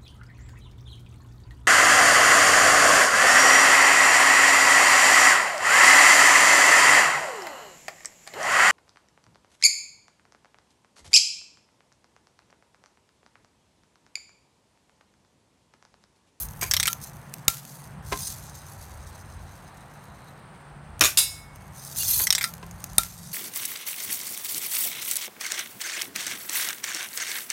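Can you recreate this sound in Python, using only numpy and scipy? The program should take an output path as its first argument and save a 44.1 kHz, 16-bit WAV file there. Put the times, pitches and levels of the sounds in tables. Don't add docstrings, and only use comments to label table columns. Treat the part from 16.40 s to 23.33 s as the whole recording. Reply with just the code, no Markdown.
import sys
import numpy as np
from scipy import signal
from scipy.fft import rfft, irfft
from scipy.io import wavfile
from scipy.ndimage import uniform_filter1d

SR = 44100
rng = np.random.default_rng(int(sys.argv[2]) if len(sys.argv) > 2 else 0)


def store_pcm(level_fs):
    pcm = np.round(np.clip(level_fs, -1, 1) * 32767).astype(np.int16)
    wavfile.write(sys.argv[1], SR, np.atleast_2d(pcm).T)


N = 305605
TIME = np.arange(N) / SR
CUTOFF_HZ = 15900


def from_db(db):
    return 10 ** (np.asarray(db) / 20)


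def rms_one(x):
    return x / np.sqrt(np.mean(x ** 2) + 1e-20)


def in_time(rows):
    s, *columns = np.transpose(rows)
    return [np.interp(TIME, s, c) for c in columns]


def drift(rate):
    knots = rng.standard_normal(4096)
    return rms_one(np.interp(TIME * rate, np.arange(len(knots)), knots))


def colour(x, spectrum, peaks=(), size=8192):
    hz = np.maximum(np.arange(size // 2 + 1) * SR / size, 1)
    at, level = np.transpose(spectrum)
    db = np.interp(np.log(hz), np.log(at), level)
    octaves_below = np.maximum(np.log2(at[0] / hz), 0)
    octaves_above = np.maximum(np.log2(hz / at[-1]), 0)
    db = db - 18 * (octaves_below + octaves_above)
    for centre, width, lift in peaks:
        db = db + lift / (1 + (2 * (hz - centre) / width) ** 2)
    cepstrum = irfft(db * np.log(10) / 20)[:size // 2]
    response = irfft(np.exp(2 * rfft(cepstrum, size)))
    return signal.oaconvolve(x, response / np.linalg.norm(response))[:N]


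def dying(t60):
    t60 = max(t60, .001)
    return np.exp(-np.log(1000) * TIME[:int(2 * t60 * SR)] / t60)


def swell(start, attack, hold, db, fade_db_per_s):
    since = TIME - start
    rise = np.clip(since / max(attack, 1 / SR), 0, 1)
    return rise * from_db(db - fade_db_per_s * np.maximum(since - attack - hold, 0))


def add(out, s, sound):
    start = max(round(s * SR), 0)
    out[start:start + len(sound)] += sound[:N - start]


def contacts(rows):
    envelope = np.zeros(N)
    for s, db, t60 in rows:
        add(envelope, s, from_db(db) * dying(t60))
    return envelope * rng.standard_normal(N)


def struck(rows, modes):
    out = np.zeros(N)
    for s, db, *_ in rows:
        for hz, mode_db, t60 in modes:
            fall = dying(t60)
            turns = hz * TIME[:len(fall)] + rng.random()
            add(out, s, from_db(db + mode_db) * fall * np.sin(2 * np.pi * turns))
    return out


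def scatter(x, t60, delay):
    fall = dying(t60)
    tail = fall * rng.standard_normal(N)[:len(fall)]
    tail *= 1 - np.exp(-(TIME[:len(fall)] / delay) ** 2)
    return signal.oaconvolve(x, tail / np.linalg.norm(tail))[:N]


# (time [s], level [dB])
WIND = [(0.0, -38), (1.3, -64), (1.68, -42.5), (2.33, -53), (2.55, -44.5), (3.1, -45), (3.4, -52.5),
        (4.36, -57), (4.57, -44), (5.5, -51), (5.77, -39), (5.86, -53.5), (6.58, -42.5), (6.93, -48)]
# (frequency [Hz], level [dB])
WIND_COLOUR = [(20, -35), (48, -4), (100, -2), (135, -26), (200, -21), (480, -92)]


def wind(level_db=-1, lump_db=2.5):
    gust_db, = in_time(WIND)
    rumble = colour(rng.standard_normal(N), WIND_COLOUR)
    return from_db(gust_db + level_db + lump_db * drift(15)) * rumble


# (frequency [Hz], level [dB])
TRAFFIC_COLOUR = [(110, -31), (180, 1), (225, -4.5), (440, -8.5), (799, -3), (999, -4.5), (1810, -10),
                  (3500, -27), (4550, -81)]


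def traffic(level_db=-50):
    return from_db(level_db) * colour(rng.standard_normal(N), TRAFFIC_COLOUR)


# (time [s], frequency [Hz], level [dB])
MOTOR = [(0, 145.4, -45), (1.7, 145.2, -42), (2.5, 145.5, -51), (4.5, 144.7, -47), (5.5, 142.7, -47),
         (6.1, 173.3, -45), (6.93, 174.9, -41)]
# (frequency [Hz], level [dB])
DRONE_COLOUR = [(95, -21.5), (120, 1), (150, 0), (215, -10), (290, -30)]


def motor(tone_db=-3, noise_db=-4, waver_db=1.0):
    motor_hz, running_db = in_time(MOTOR)
    turns = np.cumsum(motor_hz * (1 + 0.01553 * drift(7.4))) / SR
    tone = from_db(tone_db) * np.sin(2 * np.pi * turns)
    noise = from_db(noise_db) * colour(rng.standard_normal(N), DRONE_COLOUR)
    return from_db(running_db + waver_db * drift(13)) * (tone + noise)


# (frequency [Hz], level [dB])
INSECT_COLOUR = [(2500, 3), (4500, 0.5), (6800, -10), (8300, 2.5), (9300, 5.5), (10000, -16), (16000, -16)]


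def insects(level_db=-63):
    return from_db(level_db + drift(24.5)) * colour(rng.standard_normal(N), INSECT_COLOUR)


# (start [s], end [s])
HANDLED = [(0, 1.51), (5.1, 7.6)]
TOUCHES_PER_S, TOUCH_DB, TOUCH_SPREAD_DB = 5, -40, 3


def touches():
    chance = rng.random((64, 2))
    times = np.cumsum(.5 + chance[:, 0]) / TOUCHES_PER_S
    levels = TOUCH_DB + TOUCH_SPREAD_DB * (2 * chance[:, 1] - 1)
    return [(s, db) for s, db in zip(times, levels)
            if any(start < s < min(end, TIME[-1]) for start, end in HANDLED)]


# (time [s], relative level [dB], contact t60 [s])
KNOCKS = [(0.2232, -25.5, 0.12), (1.7170, -32, 0.077), (1.7225, -19.5, 0.044), (1.7285, -22.5, 0.034),
          (1.7400, -34, 0.029), (1.7560, -41, 0.04), (5.7970, -26, 0.089), (6.2284, -34, 0.044)]
# (frequency [Hz], level [dB])
KNOCK_COLOUR = [(60, 3), (150, -8.5), (350, 0), (600, -9), (1050, -9.5), (1900, -5), (3500, -11.5),
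                (9000, -20), (16000, -35)]
# (frequency [Hz], relative level [dB], t60 [s])
STOCK_MODES = [(296, -15, .2), (410, -5, .11), (716, -4, .08), (955, -3, .07), (1044, -2, .15),
               (1600, -5, .07), (2050, -8, .06)]
# (time [s], level [dB])
TICKS = [(0.0864, -34.5), (0.109, -39), (0.471, -14), (0.53, -18), (0.939, -25), (1.2514, -31),
         (4.594, -31), (5.561, -29), (5.567, -35), (5.632, -22), (6.029, -20.5), (6.138, -31.5),
         (6.18, -41), (6.311, -36), (6.441, -22.5), (6.6338, -16)]
# (frequency [Hz], level [dB])
TICK_COLOUR = [(300, -8), (1200, 2.5), (2400, 2), (4000, 4.5), (6500, 7), (10000, 6), (13000, 8.5),
               (16000, -1)]


def handling(knock_db=-3, wood_db=-7, tick_t60=.014):
    stock_peaks = [(hz, 200, 8 + db) for hz, db, _ in STOCK_MODES]
    knocks = colour(contacts(KNOCKS), KNOCK_COLOUR, stock_peaks)
    wood = struck(KNOCKS, STOCK_MODES)
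    tick_rows = [(s, db, tick_t60) for s, db in TICKS + touches()]
    ticks = colour(contacts(tick_rows), TICK_COLOUR, TUBE_PEAKS)
    return from_db(knock_db) * knocks + from_db(wood_db) * wood + ticks


# (time [s], level [dB])
CREAK = [(0.212, -33), (0.228, -28.5), (0.245, -32.5), (0.272, -36), (0.288, -36), (0.3, -70)]
# (frequency [Hz], width [Hz], lift [dB])
CREAK_PEAKS = [(2320, 530, 19), (4800, 120, 15), (6450, 480, 12.4), (8200, 120, 17), (12300, 1300, 7.1)]


def creak(slips_per_s=900, grab_db=5):
    level_db, = in_time(CREAK)
    moving = (TIME > CREAK[0][0]) & (TIME < CREAK[-1][0])
    slips = (rng.random(N) < slips_per_s / SR).astype(float)
    rasp = rms_one(colour(slips, TICK_COLOUR, CREAK_PEAKS))
    return moving * from_db(level_db + grab_db * np.tanh(drift(148.8))) * rasp


# (start [s], attack [s], hold [s], level [dB], fade [dB/s])
SLIDES = [(0, 0.00073, 0.031, -40.5, 440), (0.162, 0.052, 0.25, -53.5, 295), (0.604, 0.023, 0.01, -41, 221),
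          (1.234, 0.068, 0.058, -45, 121), (1.619, 0.22, 0.065, -34.5, 175), (5.31, 0.1, 0.21, -44.5, 205),
          (5.564, 0.0076, 0.11, -28.5, 125), (5.62, 0.1, 0.12, -27, 425), (6.296, 0.5, 0.23, -47, 98),
          (6.705, 0.25, .01, -42.5, 200)]
# (time [s], level of its ring [dB])
LEVER_STOPS = [(0.478, -27.5), (1.08, -27), (6.039, -29.5), (6.587, -24.5)]
JOLT_DB, JOLT_ATTACK_S, JOLT_HOLD_S, JOLT_FADE_DB_PER_S = -39.5, 0.0052, 0.024, 244
TRICKLE_DB, TRICKLE_ATTACK_S = -60.5, 0.045
ROCK_FROM_S, ROCK_UNTIL_S, ROCK_PERIOD_S = 2.05, 4.0, .1235
ROCK_DB, ROCK_SWING_DB, ROCK_FADE_DB_PER_S = -50.5, 2.5, 8.5


def shot_flow(rest_db=-76):
    slides = [swell(*row) for row in SLIDES]
    jolts = [swell(s, JOLT_ATTACK_S, JOLT_HOLD_S, JOLT_DB, JOLT_FADE_DB_PER_S) for s, _ in LEVER_STOPS]
    trickles = [swell(start, TRICKLE_ATTACK_S, end - start - TRICKLE_ATTACK_S, TRICKLE_DB, JOLT_FADE_DB_PER_S)
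                for start, end in HANDLED]
    since = TIME - ROCK_FROM_S
    swing_db = ROCK_SWING_DB * np.cos(2 * np.pi * since / ROCK_PERIOD_S)
    rocking = from_db(ROCK_DB - ROCK_FADE_DB_PER_S * since + swing_db)
    rocking = rocking * (since > -ROCK_PERIOD_S / 2) * (TIME < ROCK_UNTIL_S)
    parts = slides + jolts + trickles + [rocking, from_db(rest_db)]
    return 10 * np.log10(sum(part ** 2 for part in parts))


def thin_band(waver_db=3.0):
    band_filter = signal.butter(2, (3780, 4220), "band", fs=SR, output="sos")
    band = signal.sosfilt(band_filter, rng.standard_normal(N))
    held = swell(start=1.9, attack=.2, hold=1.9, db=-69, fade_db_per_s=150)
    return held * from_db(waver_db * drift(27)) * rms_one(band)


SPRINKLE_FROM_S, SPRINKLE_UNTIL_S = 5.57, 5.85
SPRINKLES_PER_S, SPRINKLE_S = 110, .008
SPRINKLE_LOW_HZ, SPRINKLE_HIGH_HZ = 3000, 12000
SPRINKLE_DB, SPRINKLE_RISE_DB = -35, 11


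def sprinkled_tones():
    span = SPRINKLE_UNTIL_S - SPRINKLE_FROM_S
    rows = []
    for when, long, pitch in rng.random((int(SPRINKLES_PER_S * span), 3)):
        hz = SPRINKLE_LOW_HZ * (SPRINKLE_HIGH_HZ / SPRINKLE_LOW_HZ) ** pitch
        db = SPRINKLE_DB + SPRINKLE_RISE_DB * pitch
        rows.append((SPRINKLE_FROM_S + when * span, SPRINKLE_S * (.5 + long), hz, db))
    return rows


# (time [s], length [s], mean frequency [Hz], peak level [dB])
BRIEF_TONES = [(5.588, .055, 2800, -35), (5.725, .035, 4300, -28)]


def tones_in_the_rush(waver=.015):
    out = np.zeros(N)
    for s, length, hz, db in BRIEF_TONES + sprinkled_tones():
        turns = np.cumsum(hz * (1 + waver * drift(400))) / SR
        arch = np.hanning(int(length * SR))
        add(out, s, from_db(db) * arch * np.sin(2 * np.pi * turns[:len(arch)]))
    return out


FINE_FROM_HZ, FINE_WIDTH_HZ, FINE_SPREAD_DB = 1800, 90, 10


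def fine_modes(width_hz=FINE_WIDTH_HZ, count=80):
    places = (np.arange(count) + rng.random(count)) / count
    centres = FINE_FROM_HZ + (CUTOFF_HZ - FINE_FROM_HZ) * places
    return [(hz, width_hz, FINE_SPREAD_DB * rng.uniform(-1.36, 1)) for hz in centres]


# (frequency [Hz], level [dB])
ROLL_COLOUR = [(500, -17), (1500, -12.5), (3000, -7), (4300, 2), (6500, 0.5), (8500, 1.5), (10600, 1),
               (13300, -6.5), (14400, -3), (16000, -15.5)]


def shifting(x, count=4, places_per_s=25):
    shares = np.array([np.exp(2 * drift(places_per_s)) for _ in range(count)])
    shares = shares / shares.sum(axis=0)
    return sum(share * colour(x, ROLL_COLOUR, fine_modes()) for share in shares)


# (time [s], angle [degrees])
TILT = [(0, 84), (.75, 36), (1.25, 26), (5.1, 3), (5.5, 29), (5.75, 54), (6.4, 16)]


def tilted(x, bright_hz=12800, level_bright_db=-1.5, bright_db_per_degree=0.2585):
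    degrees, = in_time(TILT)
    low = signal.sosfilt(signal.butter(3, bright_hz, "low", fs=SR, output="sos"), x)
    high = signal.sosfilt(signal.butter(3, bright_hz, "high", fs=SR, output="sos"), x)
    return low + from_db(level_bright_db + bright_db_per_degree * degrees) * high


# (frequency [Hz], width [Hz], lift [dB])
TUBE_PEAKS = [(2620, 140, 5.2), (6360, 620, 6.5), (6870, 110, 4.9), (8440, 270, 4.9), (9300, 200, 2.4),
              (11160, 300, 3), (12360, 450, 7.8), (14400, 180, 3.2)]
BALL_SPREAD_DB, CLUMP_DB, WANDER_DB = 4.2, 3, 5


def rolling_shot(per_s=6000, chatter_db=-3, chatter_t60=.008):
    flow_db = shot_flow()
    rate = per_s * from_db(0.41 * (flow_db - flow_db.max()))
    sizes = from_db(BALL_SPREAD_DB * np.minimum(rng.exponential(1, N), 4))
    sizes = sizes * rng.choice([-1, 1], N)
    hits = rng.random(N) < rate / SR
    clumps = from_db(CLUMP_DB * np.tanh(drift(200)))
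    collisions = rms_one(hits * sizes / np.sqrt(rate) * clumps)
    stirred = np.sqrt(np.abs(signal.oaconvolve(collisions ** 2, dying(chatter_t60))[:N]))
    chatter = from_db(chatter_db) * rms_one(stirred * rng.standard_normal(N))
    balls = shifting(collisions + chatter)
    out = balls.copy()
    for hz, width, lift in TUBE_PEAKS:
        ringing = signal.lfilter(*signal.iirpeak(hz, hz / width, fs=SR), balls)
        out += (from_db(lift) - 1) * from_db(WANDER_DB * np.tanh(drift(24))) * ringing
    return from_db(flow_db) * tilted(rms_one(out))


# (time [s], relative level [dB], contact t60 [s], lift of its bright ring [dB])
RATCHET = [(0.312, -14, 0.046, 8), (0.337, -13.5, 0.052, 8), (0.366, -13.5, 0.037, 13),
           (0.399, -14.5, 0.048, 7), (0.4294, -15.5, 0.04, 2), (0.456, -20, 0.061, 5),
           (0.478, -12.5, 0.026, 6), (5.870, -16.5, 0.042, 9), (5.9049, -10.5, 0.024, 17),
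           (5.926, -12.5, 0.04, 5), (5.9502, -15.5, 0.073, 12), (5.981, -19.5, 0.062, 2),
           (6.0109, -22.5, 0.17, -7), (6.041, -17.5, 0.052, 6.5)]
# (frequency [Hz], level [dB])
RATCHET_COLOUR = [(300, -25), (750, -12.5), (1500, -0.5), (3500, 4), (6500, -1), (10500, -5.5), (13000, -3),
                  (16000, -12)]
# (frequency [Hz], width [Hz], lift [dB])
RATCHET_PEAKS = [(2880, 160, -11), (8280, 1200, 6.5)]
TAP_DB, TAP_T60_S = 5, .005
BOUNCE_S, BOUNCE_DB, BOUNCE_T60_S = .0044, -3.5, .014
TOOTH_WIDTH_HZ, TEETH_MODES = 260, 28


def ratchet(level_db=-3, body_db=7, body_loss=0.17, ring_hz=5750, body_hz=2080):
    out = np.zeros(N)
    for s, db, t60, ring_db in RATCHET:
        ring_peak = (ring_hz, 600, ring_db)
        body_peak = (body_hz, 380, body_db - body_loss * ring_db)
        peaks = [(hz * rng.normal(1, .025), width, lift)
                 for hz, width, lift in RATCHET_PEAKS + [ring_peak, body_peak]]
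        peaks += fine_modes(TOOTH_WIDTH_HZ, count=TEETH_MODES)
        tap = (s, db + TAP_DB, TAP_T60_S)
        bounce = (s + BOUNCE_S * rng.uniform(.7, 1.3), db + BOUNCE_DB, BOUNCE_T60_S)
        out += colour(contacts([tap, (s, db, t60), bounce]), RATCHET_COLOUR, peaks, size=2048)
    return from_db(level_db) * out


# (time [s], relative level [dB], ring frequency [Hz],
# lift of that ring [dB], level of the thud in the stock [dB])
SNAPS = [(1.081, -2, 7760, 3.5, -28), (6.5821, -2.5, 8870, 14, -19.5)]
# (frequency [Hz], level [dB])
SNAP_COLOUR = [(120, -13), (200, -19.5), (3250, -26), (3760, -6.5), (5130, -13), (8740, -6), (9750, -15),
               (12400, -11), (16000, -6.5)]
THUD_COLOUR = [(55, 11.5), (220, -3), (400, -13.5), (700, -4.5), (1400, -21), (3000, -35.5)]
# (frequency [Hz], width [Hz], lift [dB])
SNAP_PEAKS = [(754, 98, 12), (2080, 410, 14.7), (2700, 1340, 11.2), (3620, 120, 7.6), (12740, 200, 8.8)]
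# (frequency [Hz], relative level [dB], t60 [s])
LEVER_MODES = [(1366, 0, .17), (1325, -4, .1), (1265, -5, .09), (2380, -10, .12), (3720, -2, .08)]


def lever(level_db=3, contact_t60=0.014, thud_t60=0.035, rattle_db=-26, rattle_t60=0.43):
    slap = np.zeros(N)
    for s, db, hz, ring_db, _ in SNAPS:
        blow = contacts([(s, db + level_db, contact_t60)])
        slap += colour(blow, SNAP_COLOUR, SNAP_PEAKS + [(hz, 600, ring_db)])
    thud = colour(contacts([(s, thud_db, thud_t60) for s, *_, thud_db in SNAPS]), THUD_COLOUR)
    shaken = contacts([(s, db + rattle_db, rattle_t60) for s, db, *_ in SNAPS])
    rattle = colour(shaken * from_db(3 * drift(500)), TICK_COLOUR)
    return slap + thud + rattle + struck(LEVER_STOPS, LEVER_MODES)


# (time [s], relative level [dB], contact t60 [s])
TARGET_HITS = [(4.7728, -4.5, 0.13), (4.7855, -13, 0.43)]
# (frequency [Hz], level [dB])
TARGET_COLOUR = [(300, -3), (1500, 9), (3000, 9.5), (5000, 11.5), (10000, 14), (16000, 6)]
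# (frequency [Hz], relative level [dB], t60 [s])
TARGET_MODES = [(2202, -26.5, 1.05), (2606, -24, .4), (2821, -24, .33), (3542, -23, .45), (3665, -19, .36),
                (3779, -21, .33), (3984, -8, .26), (4613, -19, .26), (4996, -12, .15), (5075, -16, .4),
                (5356, -15, .36), (5706, -20, .36), (6336, -21, .32), (6681, -21, .38), (6855, -19, .33),
                (7510, -9, .14), (8053, -15, .23), (8506, -16, .36), (8685, -13, .3), (9246, -11, .22),
                (9781, -6, .22), (10400, -11, .15), (12222, -14, .24), (12490, -15, .24), (13300, -16, .24),
                (14220, -14, .15)]


def target(crash_db=-7.5, ring_db=3.5, first_db=-8, shimmer_db=-15, shimmer_t60=.3):
    blows = contacts(TARGET_HITS)
    shimmer = from_db(shimmer_db) * scatter(blows, t60=shimmer_t60, delay=0.0063)
    peaks = [(hz, 80, 21 + .55 * db) for hz, db, _ in TARGET_MODES]
    crash = colour(blows + shimmer, TARGET_COLOUR, peaks)
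    neighbours = [(hz * rng.uniform(.88, 1.12), min(db, -17), .6 * t60)
                  for hz, db, t60 in TARGET_MODES[2:] * 3]
    first_ring = from_db(first_db) * struck(TARGET_HITS[:1], neighbours)
    rebound_ring = struck(TARGET_HITS[1:], TARGET_MODES)
    return from_db(crash_db) * crash + from_db(ring_db) * (first_ring + rebound_ring)


# (time [s], relative level [dB], contact t60 [s])
SHOT = [(4.6089, -7.5, 0.01), (4.6115, -3.5, 0.0088), (4.6196, -13.5, 0.027), (4.6380, -9, 0.022),
        (4.6460, -9, 0.018), (4.6537, -9.5, 0.029), (4.6610, -20, 0.058)]
# (frequency [Hz], level [dB])
SHOT_COLOUR = [(88, 9), (150, -21), (354, 1), (821, -7), (1170, 1.5), (2600, -3), (3220, -6.5), (3550, 6.5),
               (5150, 0), (6910, 6), (16000, -8.5)]
# (frequency [Hz], width [Hz], lift [dB])
SHOT_PEAKS = [(2500, 800, 8.6), (3730, 1200, 3.3), (5800, 610, 5.8), (6750, 120, 8.9)]
# (time [s], relative level [dB], t60 [s])
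PUFFS = [(4.6110, -20.5, 0.028), (4.6165, -9, 0.03), (4.6250, -12.5, 0.045)]
# (frequency [Hz], level [dB])
PUFF_COLOUR = [(80, 4), (200, -0.5), (380, -1.5), (600, -10), (1150, -7), (2600, -3.5), (6000, -33)]
# (frequency [Hz], relative level [dB], t60 [s])
BARREL_MODES = [(265, -2, .1), (375, 2, .2), (511, 0, .17), (630, -1, .22), (760, -8, .22), (1150, -1, .2),
                (1357, -5, .2), (12900, -4, .35)]


def shot(level_db=1.5, spring_db=-2.5, spring_t60=0.22, puff_db=-2, barrel_db=-32):
    blows = from_db(level_db) * contacts(SHOT)
    slam = colour(blows, SHOT_COLOUR, SHOT_PEAKS)
    buzz = from_db(spring_db) * scatter(blows, t60=spring_t60, delay=0.00047)
    buzz = colour(buzz, TICK_COLOUR, SHOT_PEAKS)
    puff = from_db(puff_db) * colour(contacts(PUFFS), PUFF_COLOUR)
    barrel = from_db(barrel_db) * struck(SHOT, BARREL_MODES)
    return slam + buzz + puff + barrel


def scene(yard_db=-20, yard_t60=0.11):
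    background = wind() + traffic() + motor() + insects()
    near = handling() + creak() + tones_in_the_rush() + ratchet() + lever() + target() + shot()
    yard = from_db(yard_db) * scatter(near, t60=yard_t60, delay=0.017)
    return (background + thin_band() + rolling_shot() + near + yard)[None]


GAIN_THRESHOLD_DB, GAIN_SLOPE, GAIN_RECOVERY_DB_PER_S, GAIN_ATTACK_S = -16, 0.73, 10, 0.026


def gain_control(x):
    level_db = 10 * np.log10(np.abs(uniform_filter1d(x[0] ** 2, size=512)) + 1e-12)
    recovery = GAIN_RECOVERY_DB_PER_S * TIME
    wanted_cut_db = GAIN_SLOPE * np.maximum(level_db - GAIN_THRESHOLD_DB, 0)
    cut_db = np.maximum.accumulate(wanted_cut_db + recovery) - recovery
    keep = np.exp(-1 / (GAIN_ATTACK_S * SR))
    return x * from_db(-signal.lfilter([1 - keep], [1, -keep], cut_db))


def record(dry):
    rounded = 1.2 * np.tanh(gain_control(dry) / 1.2)
    low_pass = signal.ellip(10, .2, 90, CUTOFF_HZ, fs=SR, output="sos")
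    return signal.sosfilt(low_pass, rounded)


dry = scene()
out = record(dry)
store_pcm(out)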